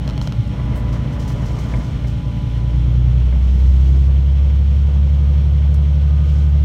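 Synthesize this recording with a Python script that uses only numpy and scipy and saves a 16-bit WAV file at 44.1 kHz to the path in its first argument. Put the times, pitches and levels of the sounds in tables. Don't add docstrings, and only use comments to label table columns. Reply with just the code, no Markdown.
import sys
import numpy as np
from scipy import signal
from scipy.fft import rfft, irfft, next_fast_len
from scipy.io import wavfile

SR = 44100
rng = np.random.default_rng(int(sys.argv[2]) if len(sys.argv) > 2 else 0)


def digitize_waveform(pressure):
    field = np.atleast_2d(pressure).T
    bounded = np.clip(field, -1, 1)
    quanta = np.round(bounded * 32767).astype(np.int16)
    wavfile.write(sys.argv[1], SR, quanta)


N = 292824
TIME = np.arange(N) / SR


def from_db(db):
    return 10 ** (np.asarray(db) / 20)


def rms_one(x):
    return x / np.sqrt(np.mean(np.abs(x) ** 2) + 1e-20)


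def in_time(rows):
    s, *columns = np.transpose(rows)
    return [np.interp(TIME, s, c) for c in columns]


def drift(rate):
    step = 40
    r = np.exp(-2 * np.pi * rate * step / SR)
    chance = rng.standard_normal(N // step + 2002)
    slow = signal.lfilter([1], [1, -2 * r, r * r], chance)[2000:]
    return np.interp(np.arange(N) / step, np.arange(len(slow)), rms_one(slow))


def noise(colour):
    size = next_fast_len(N)
    hz = np.maximum(np.fft.rfftfreq(size, 1 / SR), 1)
    points, db = np.transpose(colour)
    upper_skirt = 1 / (1 + (hz / points.max() / 2) ** 4)
    lower_skirt = 1 / (1 + (points.min() / 2 / hz) ** 4)
    gain = from_db(np.interp(np.log(hz), np.log(points), db)) * upper_skirt * lower_skirt
    return rms_one(irfft(rfft(rng.standard_normal(size)) * gain, size)[:N])


def ring(clicks, hz, t60):
    r = from_db(-60 / (t60 * SR))
    w = 2 * np.pi * hz / SR
    return signal.lfilter([0, np.sin(w)], [1, -2 * r * np.cos(w), r * r], clicks + 1e-18)


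def burst(start, t60, rise):
    age = np.maximum(TIME - start, 0)
    return (1 - np.exp(-age / rise)) * np.exp(-np.log(1000) * np.minimum(age / t60, 10))


def tone(turns):
    return np.sqrt(2) * np.cos(2 * np.pi * (turns + rng.random()))


def lift_db(hz, resonances):
    return sum(db / (1 + ((hz - centre) / width) ** 2) for centre, width, db in resonances)


def by_load(levels_db, load):
    idle_db, pull_db = levels_db
    return idle_db + load * (pull_db - idle_db)


def stretches(rows, base_db, attack, release):
    power = from_db(base_db) ** 2
    for start, end, db in rows:
        swell = 1 - np.exp(-np.maximum(TIME - start, 0) / attack)
        fall = np.exp(-np.maximum(TIME - end, 0) / release)
        power = power + (from_db(db) * swell * fall) ** 2
    return np.sqrt(power)


def air_hiss():
    # frequency in Hz, relative level in dB per Hz.
    air_colour = [(1000, -11), (1600, -5), (2150, 1), (2650, -1), (3200, 3), (3750, -4.5), (4200, -4.5),
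                  (4800, -14), (5400, -8.5), (6400, -14), (7400, -21), (8800, -22), (10000, -26.5),
                  (11200, -25), (15500, -30)]
    start_db, fall_db_per_s, flicker_db = -46.5, 0.32, 0.78
    level_db = start_db - fall_db_per_s * TIME + flicker_db * drift(20)
    return from_db(level_db) * noise(air_colour)


def floor_rumble(load):
    # frequency in Hz, relative level in dB per Hz.
    rumble_colour = [(18, -25), (30, -15.5), (42, -2.5), (55, 0), (80, -1), (120, -1), (175, -9), (205, -9),
                     (235, -11), (330, -23), (450, -43)]
    sway_colour = [(22, -26), (35, -11), (52, 1), (62, 0)]
    # idling in dB, pulling in dB.
    shudder_db = (-27, -35)
    calming, sway_db = 2.2, -35.5
    shudder = from_db(by_load(shudder_db, load ** calming)) * noise(rumble_colour)
    return shudder + from_db(sway_db) * noise(sway_colour)


def wheel_roar(firings, load):
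    # frequency in Hz, relative level in dB per Hz.
    roar_colour = [(150, -10.5), (250, -0.5), (320, 1), (390, -2), (470, 1), (600, -5), (770, -8),
                   (950, -9), (1150, -11.5), (1400, -16), (2100, -21.5), (3000, -34)]
    # idling in dB, pulling in dB.
    roar_db = (-42.5, -42)
    clatter, rough_db = 0.088, 1.0
    pulsing = 1 + clatter * np.cos(2 * np.pi * firings)
    return from_db(by_load(roar_db, load) + rough_db * drift(18)) * pulsing * noise(roar_colour)


def rail_grinding():
    # start in seconds, end in seconds, level in dB.
    rough_rail = [(0, .1, -36.5), (.49, 1.83, -35), (2.5, 3.4, -49)]
    # frequency in Hz, relative level in dB per Hz.
    grinding_colour = [(150, -5), (230, 8), (380, -3.5), (620, -2), (780, -9), (1000, -7.5), (1300, -12),
                       (1650, -16), (2100, -14.5), (2700, -29), (4000, -42)]
    smooth_rail_db, attack_s, release_s, grind_db = -57, 0.039, 0.17, 1.5
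    rail = stretches(rough_rail, smooth_rail_db, attack_s, release_s)
    return rail * from_db(grind_db * drift(30)) * noise(grinding_colour)


def faint_tones(wander_hz=4.0, waver_db=1.5, fade=.15):
    # start in seconds, end in seconds, pitch in Hz, level in dB.
    tone_spans = [(0.52, 1.93, 995, -48.5), (2.14, 2.8, 995, -51), (0.52, 1.2, 1992, -57),
                  (2.6, 4.2, 335, -50), (2.8, 3.9, 1300, -63), (4.8, 5.8, 501, -53),
                  (6.05, 6.55, 1226, -53.5), (6.0, 6.55, 1500, -58.5)]
    out = 0
    for start, end, hz, db in tone_spans:
        gate = np.clip(np.minimum(TIME - start, end - TIME) / fade + .5, 0, 1)
        turns = np.cumsum(hz + wander_hz * drift(15)) / SR
        out = out + gate * from_db(db + waver_db * drift(18)) * tone(turns)
    return out


def low_booms(rise=.015):
    # start in seconds, pitch in Hz, level in dB, 60 dB decay in seconds.
    boom_rows = [(.16, 68.1, -19, 0.43), (.375, 108.4, -11, 0.38), (.68, 205, -22, .25),
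                 (1.745, 52.3, -19.5, 0.49), (2.07, 104, -15, .15), (3.67, 82, -9.5, 0.3)]
    return sum(from_db(db) * burst(start, t60, rise) * tone(hz * TIME)
               for start, hz, db, t60 in boom_rows)


def knocks(rise=0.00076, thud_db=-3):
    # start in seconds, level in dB, 60 dB decay of the thud in seconds.
    clanks = [(1.585, -40, .04), (1.738, -27, 0.13), (1.809, -39, .1), (2.045, -35.5, 0.063),
              (3.325, -38, 0.5)]
    # frequency in Hz, relative level in dB per Hz.
    thud_colour = [(200, 9), (600, 9), (1200, -1), (1700, -10), (2300, -7.5), (2800, -15), (5000, -29)]
    # pitch in Hz, relative level in dB, 60 dB decay in seconds.
    steel_modes = [(576, 0.5, 0.075), (1005, -7, 0.071), (1565, -4.5, 0.032), (1810, -5, 0.022),
                   (2116, -4, .06), (2335, -6.5, .04)]
    envelope = sum(from_db(db) * burst(start, t60, rise) for start, db, t60 in clanks)
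    out = from_db(thud_db) * envelope * noise(thud_colour)
    clicks = np.zeros(N)
    for start, db, _ in clanks:
        clicks[int(start * SR)] = from_db(db)
    for hz, db, t60 in steel_modes:
        out = out + from_db(db) * rng.choice([-1, 1]) * ring(clicks, hz, t60)
    return out


def twigs(grain_db=1.35, rise=0.0014):
    # start in seconds, end in seconds, level in dB.
    bushes = [(1.3, 1.85, -53), (3.35, 4.0, -57.5), (4.6, 4.9, -66), (6.2, 6.4, -56)]
    # start in seconds, level in dB, 60 dB decay in seconds, sharp top in dB re the swish.
    swishes = [(.216, -43.5, 0.32, -24), (.476, -44, .02, -10), (.755, -53, 0.2, 5),
               (.924, -46.5, 0.27, -16), (1.125, -50.5, .17, -10), (1.194, -45, 0.39, -22),
               (1.276, -42.5, 0.28, -8), (1.455, -47, 0.28, -18), (1.585, -45.5, 0.24, -11),
               (2.07, -49, 0.33, -11), (5.741, -45.5, 0.07, -2), (6.289, -49, .1, -14)]
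    # frequency in Hz, relative level in dB per Hz.
    rustle_colour = [(2500, -15), (4000, -2), (5600, 1.5), (7000, -3), (9000, -11.5), (10200, -15),
                     (12000, -16), (15500, -18.5)]
    open_track_db, attack_s, release_s = -65, .08, 0.1
    body = stretches(bushes, open_track_db, attack_s, release_s)
    top = 0
    for start, db, t60, top_db in swishes:
        stroke = from_db(db) * burst(start, t60, rise)
        body = np.hypot(body, stroke)
        top = top + from_db(top_db) * stroke
    sharp = noise([(5000, -10), (8500, -1.5), (10200, -5), (12500, -6.5), (15500, -5)])
    return (body * noise(rustle_colour) + top * sharp) * from_db(grain_db * drift(150))


def ticks(bounce_s=0.00095, softness_hz=7500):
    # start in seconds, level in dB.
    touches = [(0.0774, -20.5), (0.0904, -23), (0.099, -24.5), (0.1077, -28), (0.134, -31), (0.1779, -22),
               (0.2148, -19), (0.2739, -17.5), (0.3233, -21.5)]
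    # pitch in Hz, relative level in dB, 60 dB decay in seconds.
    part_modes = [(623, -8, 0.023), (970, -14, 0.012), (1360, -9.5, 0.009), (2320, -15, 0.0025),
                  (3180, -7.5, 0.0057), (4200, -7.5, 0.0056), (5300, -12, 0.0039), (6040, -31, 0.0033),
                  (9000, -28, .002), (13400, -18, 0.0018)]
    starts, db = np.transpose(touches)
    gaps = bounce_s * rng.uniform(.7, 1.34, len(db))
    first = (starts * SR).astype(int)
    second = ((starts + gaps) * SR).astype(int)
    out = 0
    for hz, mode_db, t60 in part_modes:
        chance_db = 2 * rng.standard_normal((len(db), 2))
        strengths = from_db(db[:, None] + mode_db + chance_db)
        clicks = np.zeros(N)
        clicks[first] = strengths[:, 0]
        clicks[second] += strengths[:, 1]
        out = out + ring(clicks, hz, t60)
    return signal.sosfilt(signal.butter(1, softness_hz, fs=SR, output="sos"), out)


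def auxiliaries(load, waver_db=1.5):
    # pitch in Hz, width in Hz, level idling in dB, level pulling in dB.
    machines = [(337.5, 3, -55, -54), (497, 6, -57, -57.5), (595, 5, -53, -56), (836.4, 1.5, -52.5, -60),
                (993, 12, -63, -61.5), (1190, 8, -59.5, -65.5), (1394, 0.92, -58.5, -67),
                (1494, 10, -60, -66.5), (3016, 1.9, -60.5, -73.5), (7083, 1.8, -82.5, -85.5),
                (7917, 2, -84, -87), (8300, 1, -76.5, -82.5)]
    out = 0
    for hz, width, *levels_db in machines:
        turns = np.cumsum(hz + width * 0.573 * drift(12)) / SR
        out = out + from_db(by_load(levels_db, load) + waver_db * drift(1.5)) * tone(turns)
    return out


def driven_parts(firings, load, slip=0.11, waver_db=2.5):
    # multiple of the firing rate, level idling in dB, level pulling in dB.
    geared = [(7.09, -60.5, -55), (8.56, -65, -56), (9.94, -53, -61.5), (10.17, -53.5, -60.5),
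              (17.31, -66, -61.5), (20.43, -66.5, -64), (21.3, -74, -66.5)]
    # pitch in Hz, half width in Hz, lift in dB.
    panels = [(297.2, 4.5, 11), (331, 4, 11)]
    # level idling in dB, level pulling in dB.
    belt_db = (-42, -55)
    whine_turns = 4.96 * firings
    whine_hz = np.gradient(whine_turns) * SR
    whine_db = by_load(belt_db, load) + lift_db(whine_hz, panels)
    out = from_db(whine_db) * tone(whine_turns + 0.049 * drift(3))
    for multiple, *levels_db in geared:
        level_db = by_load(levels_db, load) + waver_db * drift(3.6)
        out += from_db(level_db) * tone(multiple * firings + slip * drift(4.5))
    return out


def throb(firings, throttle, uneven_db=1.56, throb_lead=.03, scatter=0.18, looseness=0.11):
    # multiple of the working cycle rate, level idling, revving up and pulling, all in dB.
    orders = [(3, -56, -53, -46.5), (5, -42, -42.5, -43), (7, -32, -30, -34.5), (8, -38.5, -38, -46.5),
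              (9, -36.5, -31, -29), (10, -50, -33.5, -33), (11, -47, -32, -41), (13, -31, -41.5, -32),
              (14, -35, -36.5, -46), (15, -29.5, -27.5, -50), (16, -51, -52, -55), (17, -45, -52.5, -46),
              (18, -39, -41, -55), (19, -45.5, -43, -54.5), (20, -49.5, -55, -56), (21, -46.5, -52, -57),
              (24, -48.5, -49, -62.5), (25, -46.5, -54.5, -57), (26, -47.5, -61, -54)]
    # pitch in Hz, half width in Hz, lift in dB.
    cab_mode = (199, 7.2, 11.5)
    cycles = firings / 6
    cycle_hz = np.gradient(cycles) * SR
    unloaded = np.clip(1 - throttle, 0, 1)
    out = 0
    for multiple, *levels_db in orders:
        k = np.round(multiple)
        level_db = np.interp(throttle, np.arange(3), levels_db)
        level_db = level_db + lift_db(k * cycle_hz, [cab_mode]) + uneven_db * drift(5.4)
        stray = scatter * rng.standard_normal() + looseness * unloaded * drift(2.5)
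        turns = k * (cycles + throb_lead) + stray
        out = out + from_db(level_db) * np.cos(2 * np.pi * turns)
    return np.sqrt(2) * out


def boom(firings, throttle, idle_surge_db=1.56, flutter_db=.5, octave_lead=.19):
    # pitch in Hz, half width in Hz, lift in dB.
    body_response = [(65.4, 3.6, 7), (72.5, 4, 4), (123.2, 3, 9.5), (126.84, 1.8, -25.5), (134, 1.6, 3),
                     (139.2, 2, -7)]
    firing_note, octave = (-25.5, 7.9), (-26.5, 4.2)
    firing_hz = np.gradient(firings) * SR
    opening = np.clip(throttle, 0, 1)
    surge_db = idle_surge_db * (1 - opening) * drift(2.9)
    out = 0
    for k, (idle_db, open_db) in enumerate((firing_note, octave), 1):
        level_db = idle_db + open_db * opening + lift_db(k * firing_hz, body_response)
        level_db = level_db + surge_db + flutter_db * drift(12)
        turns = k * firings + (k - 1) * octave_lead
        out = out + from_db(level_db) * np.cos(2 * np.pi * turns)
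    return np.sqrt(2) * out


def scene():
    # time in seconds, firings per second.
    speed = [(0, 57.79), (0.6, 57.39), (1.4, 57.9), (1.9, 58.5), (2.35, 57.75), (2.6, 58.43), (3.1, 61.41),
             (3.6, 64.4), (4.1, 67.88), (4.5, 69.52), (5, 70.82), (5.6, 71.7), (6.64, 72.61)]
    # time in seconds, throttle state (0 idling, 1 revving up, 2 pulling).
    throttle_curve = [(0, 0), (2.45, 0.06), (2.8, 1), (3.8, 1.34), (4.4, 2), (6.64, 2.04)]
    firing_hz, = in_time(speed)
    throttle, = in_time(throttle_curve)
    firings = np.cumsum(firing_hz) / SR + .5
    load = np.clip(throttle / 2, 0, 1)
    background = air_hiss() + floor_rumble(load) + wheel_roar(firings, load) + rail_grinding()
    background = background + faint_tones() + low_booms() + knocks()
    machinery = auxiliaries(load) + driven_parts(firings, load)
    engine = throb(firings, throttle) + boom(firings, throttle)
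    return (background + twigs() + ticks() + machinery + engine)[None]


def record(dry):
    return signal.sosfilt(signal.ellip(10, .2, 80, 15850, fs=SR, output="sos"), dry)


dry = scene()
out = record(dry)
digitize_waveform(out)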